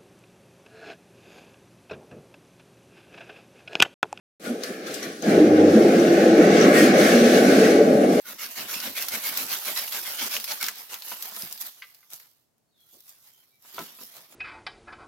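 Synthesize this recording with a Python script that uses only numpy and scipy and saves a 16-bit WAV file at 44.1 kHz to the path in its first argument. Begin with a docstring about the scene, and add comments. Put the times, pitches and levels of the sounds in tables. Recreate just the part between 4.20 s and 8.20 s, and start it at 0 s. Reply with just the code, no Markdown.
"""First the panels stir faintly and the handle clicks; then a heavy sheet-metal gate rolls up in a bare garage.
Shaped noise makes its deep rumble, the scraping in the rails and a hiss that comes in gusts.
Panel modes hum as narrow wandering tones, knocks are a few low cycles, clicks are two partials and a crack.
It is heard in stereo, from a shared part and a part opposite in left and right."""
import sys
import numpy as np
from scipy import signal
from scipy.fft import rfft, irfft, next_fast_len
from scipy.io import wavfile
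from scipy.ndimage import uniform_filter1d

SR = 44100
rng = np.random.default_rng(int(sys.argv[2]) if len(sys.argv) > 2 else 0)


def store_pcm(level_fs):
    """Save levels as 16-bit WAV."""
    pcm = np.round(np.clip(level_fs, -1, 1) * 32767).astype(np.int16)
    wavfile.write(sys.argv[1], SR, np.atleast_2d(pcm).T)


N = 176400

# decay of the bare garage: (pitch [Hz], time to fall by 60 dB [s])
GARAGE_DECAY = [(500, .6), (3000, .4), (8000, 0.13), (15000, 0.12)]
# clicks of the hardware:
# (time [s], level [dB], pitch [Hz], rise [s], upper partial re lower [dB], crack re lower partial [dB])
HARDWARE_CLICKS = [(0.4362, -20.5, 4870, 0.00024, -11, -13), (.7415, -28, 7840, 0.00042, -30, -14),
                   (.828, -35, 5800, 0.002, -25, -14), (1.0235, -32.5, 6330, 0.0006, -25, -5),
                   (1.094, -31, 4070, 0.001, -25, -11), (1.797, -33, 5800, .002, -26, -12),
                   (2.4126, -22.5, 5800, 0.001, -25, -15)]
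# dull knocks of the frame: (time [s], level before the lasting push is removed [dB], pitch [Hz])
FRAME_KNOCKS = [(.441, -28, 487), (1.177, -5, 344), (1.277, -16, 557), (1.344, -10.5, 400),
                (1.424, -10.5, 384), (1.643, -10, 380), (2.441, -5, 400), (3.385, -12, 454)]
# panel modes that hum for a while:
# (middle [s], reach to either side [s], pitch [Hz], level against the drumming column [dB])
PANEL_HUMS = [(.282, 0.012, 260, 4.5), (.312, 0.037, 240, 7), (.34, .015, 281, 1),
              (0.268, 0.066, 1440, -11.5), (1.37, 0.44, 306, -2.5), (1.232, 0.041, 306, 7),
              (1.33, 0.07, 308, 2.5), (1.565, 0.061, 222, 6.5), (2.2, 0.057, 310, 2), (2.8, 0.021, 340, 2),
              (2.635, 0.034, 310, -1), (2.6, 0.097, 1880, -14.5), (2.82, 0.071, 600, -6),
              (2.06, 1.04, 339, -2), (2.07, 0.14, 540, -7), (2.245, 0.053, 180, -1), (2.12, 0.077, 325, -3),
              (2.19, 0.023, 450, 2), (3.53, 0.093, 430, -1), (3.008, 0.19, 236, -3.5), (3.1, 2.05, 578, -9),
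              (3.23, 0.19, 338, -8), (3.61, 0.56, 440, -3), (3.83, 0.26, 625, -6.5),
              (2.8, 1.7, 1520, -24.5), (2.63, 2.1, 1700, -24.5), (2.74, 1.66, 2230, -25.5),
              (1.41, 0.32, 100, -22)]
# noise in the rails, levels over time, with some abrupt rises:
# (time [s], scrape level [dB], hiss level [dB], top hiss level [dB])
RAIL_LEVELS = [
    [(0.2, -62, -61, -63), (0.26, -41.5, -45, -47.5), (0.38, -52.5, -53.5, -59), (0.432, -47, -48, -54)],
    [(0.438, -39.5, -34.5, -40), (0.452, -42, -46, -48), (0.622, -48.5, -53, -60.5), (0.66, -46, -48, -56)],
    [(0.668, -40, -40, -48), (0.678, -41, -44.5, -50), (0.736, -44, -43, -50), (0.738, -40, -44, -47)],
    [(0.744, -48, -35, -38.5), (0.76, -42, -41.5, -47), (0.816, -46.5, -45, -52), (0.825, -43, -43, -51)],
    [(0.832, -40, -39, -45.5), (0.888, -44, -46.5, -53.5), (1.012, -54, -53, -57), (1.02, -57, -47, -58)],
    [(1.027, -43, -43, -54), (1.1, -32.5, -39.5, -45), (1.287, -36, -42.5, -54), (1.3, -37.5, -45.5, -55)],
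    [(1.4, -34.5, -42, -53), (1.46, -36.5, -44, -54), (1.53, -35.5, -40, -48), (2.03, -32, -37.5, -46.5),
     (2.14, -35, -38.5, -49.5), (2.23, -28, -37.5, -45), (2.28, -30.5, -36.5, -48), (2.43, -25, -30, -43.5),
     (2.51, -28, -36.5, -44.5), (2.57, -23.5, -29.5, -33), (2.64, -26, -30, -34.5), (2.73, -28, -36, -47),
     (2.83, -24.5, -28.5, -35), (3.03, -30, -34, -41.5), (3.06, -28.5, -31.5, -40), (3.18, -27.5, -31, -38),
     (3.22, -30, -35, -40.5), (3.46, -28, -32.5, -40.5), (3.63, -36.5, -41.5, -49),
     (3.8, -39.5, -45.5, -49), (3.84, -34.5, -43, -46), (3.88, -39, -44, -50), (3.93, -36.5, -40, -44),
     (4.0, -35.5, -40.5, -46)],
]
# spectra of the rail noises: (pitch [Hz], relative level [dB])
SCRAPE_SPECTRUM = [(500, -20), (800, -26), (1100, -7.5), (1500, 2), (1900, -0.5), (2350, -2.5),
                   (2800, -8.5), (3500, -18.5), (5000, -33)]
HISS_SPECTRUM = [(1800, -30), (2800, -0.5), (3500, 0.5), (4300, 0.5), (4900, -1.5), (5700, -1),
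                 (6400, -2.5), (6700, -6), (9000, -16.5)]
TOP_HISS_SPECTRUM = [(5500, -30), (7000, -0.5), (9000, -1.5), (11000, 1), (12500, -2.5), (14000, -3.5),
                     (15000, -6.5), (16200, -8)]
# the gate at rest, starting, rolling; levels before the trims in rumble():
# (time [s], body level [dB], upper drumming level [dB], deepest part level [dB])
RUMBLE_LEVELS = [
    [(0.2, -54, -50, -76), (0.234, -45, -43, -55), (0.274, -33.5, -31, -69), (0.474, -46, -39, -61),
     (0.506, -33, -36, -83), (0.524, -42, -36, -67), (0.548, -41.5, -39.5, -84), (0.736, -35.5, -35.5, -60),
     (0.802, -42.5, -38.5, -83), (0.866, -33.5, -36, -53), (0.956, -43.5, -44.5, -75),
     (1.02, -39, -42, -62)],
    [(1.026, -42, -29, -56), (1.04, -30, -25, -56), (1.074, -23, -22.5, -48), (1.09, -17, -19.5, -51),
     (1.196, -21, -17, -45), (1.226, -18.5, -19.5, -46), (1.25, -18, -20.5, -42)],
    [(1.3, -17, -18.5, -40), (1.77, -17.5, -17, -40), (1.86, -17.5, -19, -33), (2.16, -20, -16, -59),
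     (2.37, -15.5, -15.5, -57), (3.07, -19.5, -17.5, -36), (3.16, -18.5, -15.5, -58), (3.95, -18, -20, -56),
     (4.0, -22, -18.5, -38)],
]
# spectra of the rumble's three parts: (pitch [Hz], relative level [dB])
DEEP_SPECTRUM = [(20, -36), (60, -26), (85, -15), (110, -20), (140, 18), (190, 9), (260, -40)]
BODY_SPECTRUM = [(100, -36), (145, -13.5), (180, -8), (220, 5), (280, 2), (340, 4), (420, -6), (600, -27)]
DRUM_SPECTRUM = [(250, -9.5), (350, -13), (440, 4.5), (560, -2), (700, -7.5), (830, -13.5), (900, -35),
                 (1300, -29), (1800, -43)]
# gain on the part opposite in left and right: (pitch [Hz], gain [dB])
STEREO_WIDTH = [(30, -22), (120, -24), (300, -30), (450, -19), (650, -9), (800, -4.5), (1000, 11),
                (1300, 0), (1700, -2), (2200, -3.5), (3200, -2), (6000, -1), (16000, 0)]
# tilt between the sides: (pitch [Hz], left minus right [dB])
STEREO_LEAN = [(60, -1), (99, -2), (160, -1), (270, -1), (450, 0.5), (740, 4), (950, 0.5), (1220, 1.5),
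               (2010, -1.5), (3330, 0.0), (5500, 3.5), (9080, 6.5), (15000, 2.5)]

START_S = .197  # the sound opens here
GARAGE_DB = -3
RIPPLE_DB = 1.3  # fine fixed unevenness across pitch, at full depth above 1500 Hz
UPPER_RATIO = 2.15  # pitch of a click's upper partial over the lower
KNOCK_TURNS = 0.97  # cycles up to the peak
HUM_SHARPNESS = 33.6  # pitch over width, for each of two smoothing stages
HUM_STEADY_S = 0.17  # hums well below this reach keep to a steady ring
NOTCH_HZ, NOTCH_WIDTH_HZ, NOTCH_DB = 956, 67, -17  # a narrow dip in the shared part
LIMIT = 1.6  # ceiling of the soft limiting (full scale = 1)
EDGE_HZ = 15900  # upper band limit


def amp(db):
    """Decibels to gain."""
    return 10 ** (np.asarray(db) / 20)


def evened(x):
    """Scales a signal to an RMS of one."""
    return x / np.sqrt(np.mean(x ** 2) + 1e-20)


def read(points, hz):
    """Reads a curve at any pitch, joining its points along log frequency."""
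    point_hz, value = np.transpose(points)
    return np.interp(np.log(hz + 1), np.log(point_hz + 1), value)


def level(table, order):
    """One level column of a table as gain over time."""
    rows = np.concatenate(table)
    return amp(np.interp(np.arange(N) / SR, rows[:, 0], rows[:, order]))


def rush(colour, patchy_db, flicker_db, size):
    """Two unrelated noises of one colour, with narrow drifting patches and a flicker across all pitches."""
    hz = np.fft.rfftfreq(size, 1 / SR)
    frames = 4 * N // size + 5
    a, b, c, d, patches = rng.standard_normal((frames, len(hz), 5)).T
    # patches spread a little in pitch and longer in time
    patches = uniform_filter1d(patches, size=3, axis=0)
    patches = evened(uniform_filter1d(patches, size=24, axis=1))
    flicker = evened(uniform_filter1d(rng.standard_normal(frames), size=5))
    inside = (hz >= colour[0][0]) & (hz <= colour[-1][0])
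    noise = np.array([a + 1j * b, c + 1j * d]) * inside[:, None]
    noise = noise * amp(read(colour, hz)[:, None] + patchy_db * patches + flicker_db * flicker)
    return evened(signal.istft(noise, nperseg=size, noverlap=3 * size // 4)[1][:, :N])


def garage(dry):
    """The bare room answers with a noise tail whose treble dies sooner than its bass."""
    hz, t, tail = signal.stft(rng.standard_normal((2, SR // 2)), SR, nperseg=128)
    decay = amp(-60 * t / read(GARAGE_DECAY, hz)[:, None])
    tail = signal.istft(tail * decay, SR, nperseg=128)[1]
    tail = tail / np.linalg.norm(tail[0])
    return amp(GARAGE_DB) * signal.fftconvolve(dry[None], tail, axes=1)[:, :N]


def clicks():
    """Short metal ticks of two partials and a noisy crack, then the garage answers."""
    dry, t = np.zeros(N + 2000), np.arange(2000) / SR
    cracks = rng.standard_normal((len(HARDWARE_CLICKS), 2000))
    for (s, db, hz, rise, upper_db, crack_db), crack in zip(HARDWARE_CLICKS, cracks):
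        upper_hz = hz * UPPER_RATIO
        ring = np.sin(2 * np.pi * hz * t)
        if upper_hz < EDGE_HZ:
            ring += amp(upper_db) * np.sin(2 * np.pi * upper_hz * t)
        envelope = t / rise * np.exp(1 - t / rise)  # peaks at one after the rise time
        dry[round(s * SR):][:2000] += amp(db) * (ring + amp(crack_db) * crack) * envelope
    return dry[:N] + garage(dry)


def knocks():
    """A few low cycles where a roller jumps in its rail."""
    out, t = np.zeros(N + 2000), np.arange(2000) / SR
    for s, db, hz in FRAME_KNOCKS:
        u = t * hz / KNOCK_TURNS
        out[round(s * SR):][:2000] += amp(db) * np.sin(2 * np.pi * hz * t) * u * np.exp(1 - u)
    out = out - uniform_filter1d(out, size=600)  # no lasting push
    return out[:N] * np.array([[1], [.5]])  # shared, opposite


def hums():
    """Rolling noise feeds narrow panel modes, which swell and fade with the drumming."""
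    t, out = np.arange(N) / SR, np.zeros((2, N))
    for middle, reach, hz, db in PANEL_HUMS:
        r = np.exp(-np.pi * hz / HUM_SHARPNESS / SR)  # higher modes are wider
        a, b = rng.standard_normal((2, 2, N // 8 + 1)).repeat(8, axis=2)[..., :N]
        wander = a + 1j * b
        for _ in range(2):
            wander = signal.lfilter([1 - r], [1, -r], wander)
        steady = 2.5 * np.exp(-(reach / HUM_STEADY_S) ** 2)
        wander = evened(wander.real) + 1j * evened(wander.imag) + steady
        tone = evened((wander * np.exp(2j * np.pi * hz * t)).real)
        swell = np.cos(np.pi / 2 * np.clip((t - middle) / reach, -1, 1)) ** 2
        out += amp(db) * swell * tone
    return level(RUMBLE_LEVELS, order=2) * out


def rails():
    """Friction in the rails: a mid-band scrape below a gusting hiss and its top."""
    scrape = rush(SCRAPE_SPECTRUM, patchy_db=2.0, flicker_db=-0.2, size=1024)
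    hiss = rush(HISS_SPECTRUM, patchy_db=1.5, flicker_db=0.55, size=512)
    top = rush(TOP_HISS_SPECTRUM, patchy_db=2.5, flicker_db=0.64, size=512)
    layers = [scrape, hiss, top]
    return sum(level(RAIL_LEVELS, order) * layer for order, layer in enumerate(layers, start=1))


def rumble():
    """The rolling gate as three bands of noise: body, upper drumming and deepest part."""
    body = rush(BODY_SPECTRUM, patchy_db=1.04, flicker_db=0.35, size=1024)
    drum = amp(-1.0) * rush(DRUM_SPECTRUM, patchy_db=0.95, flicker_db=0.73, size=1024)
    deep = amp(-2.5) * rush(DEEP_SPECTRUM, patchy_db=-1.0, flicker_db=1.2, size=2048)
    layers = [body, drum, deep]
    return sum(level(RUMBLE_LEVELS, order) * layer for order, layer in enumerate(layers, start=1))


def scene():
    """Returns the shared part and the part opposite in left and right."""
    return clicks() + knocks() + hums() + rails() + rumble()


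def record(dry):
    """Shared plus and minus opposite become left and right; then soft limiting and the band limit."""
    size = next_fast_len(N + 8192)
    hz = np.fft.rfftfreq(size, 1 / SR)
    ripple = uniform_filter1d(rng.standard_normal(len(hz)), size=100)
    ripple = evened(uniform_filter1d(ripple, size=100))
    ripple_db = RIPPLE_DB * np.clip(ripple, -3, 2) * np.clip(hz / 1500, .3, 1)
    shared, opposite = rfft(dry, size) * amp(ripple_db)
    shared = shared * amp(NOTCH_DB * np.exp(-((hz - NOTCH_HZ) / NOTCH_WIDTH_HZ) ** 2))
    opposite = opposite * amp(read(STEREO_WIDTH, hz))
    lean = amp(read(STEREO_LEAN, hz) / 2)  # half of the tilt on each side, in opposite senses
    left, right = (shared + opposite) * lean, (shared - opposite) / lean
    pair = irfft(np.array([left, right]), size)[:, :N]
    pair = LIMIT * np.tanh(pair / LIMIT)
    pair = pair * np.clip((np.arange(N) / SR - START_S) / .002, 0, 1)  # opens over 2 ms
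    low_pass = signal.firwin(1023, EDGE_HZ, window=("kaiser", 9), fs=SR)
    return signal.oaconvolve(pair, low_pass[None], "same")


dry = scene()
out = record(dry)
store_pcm(out)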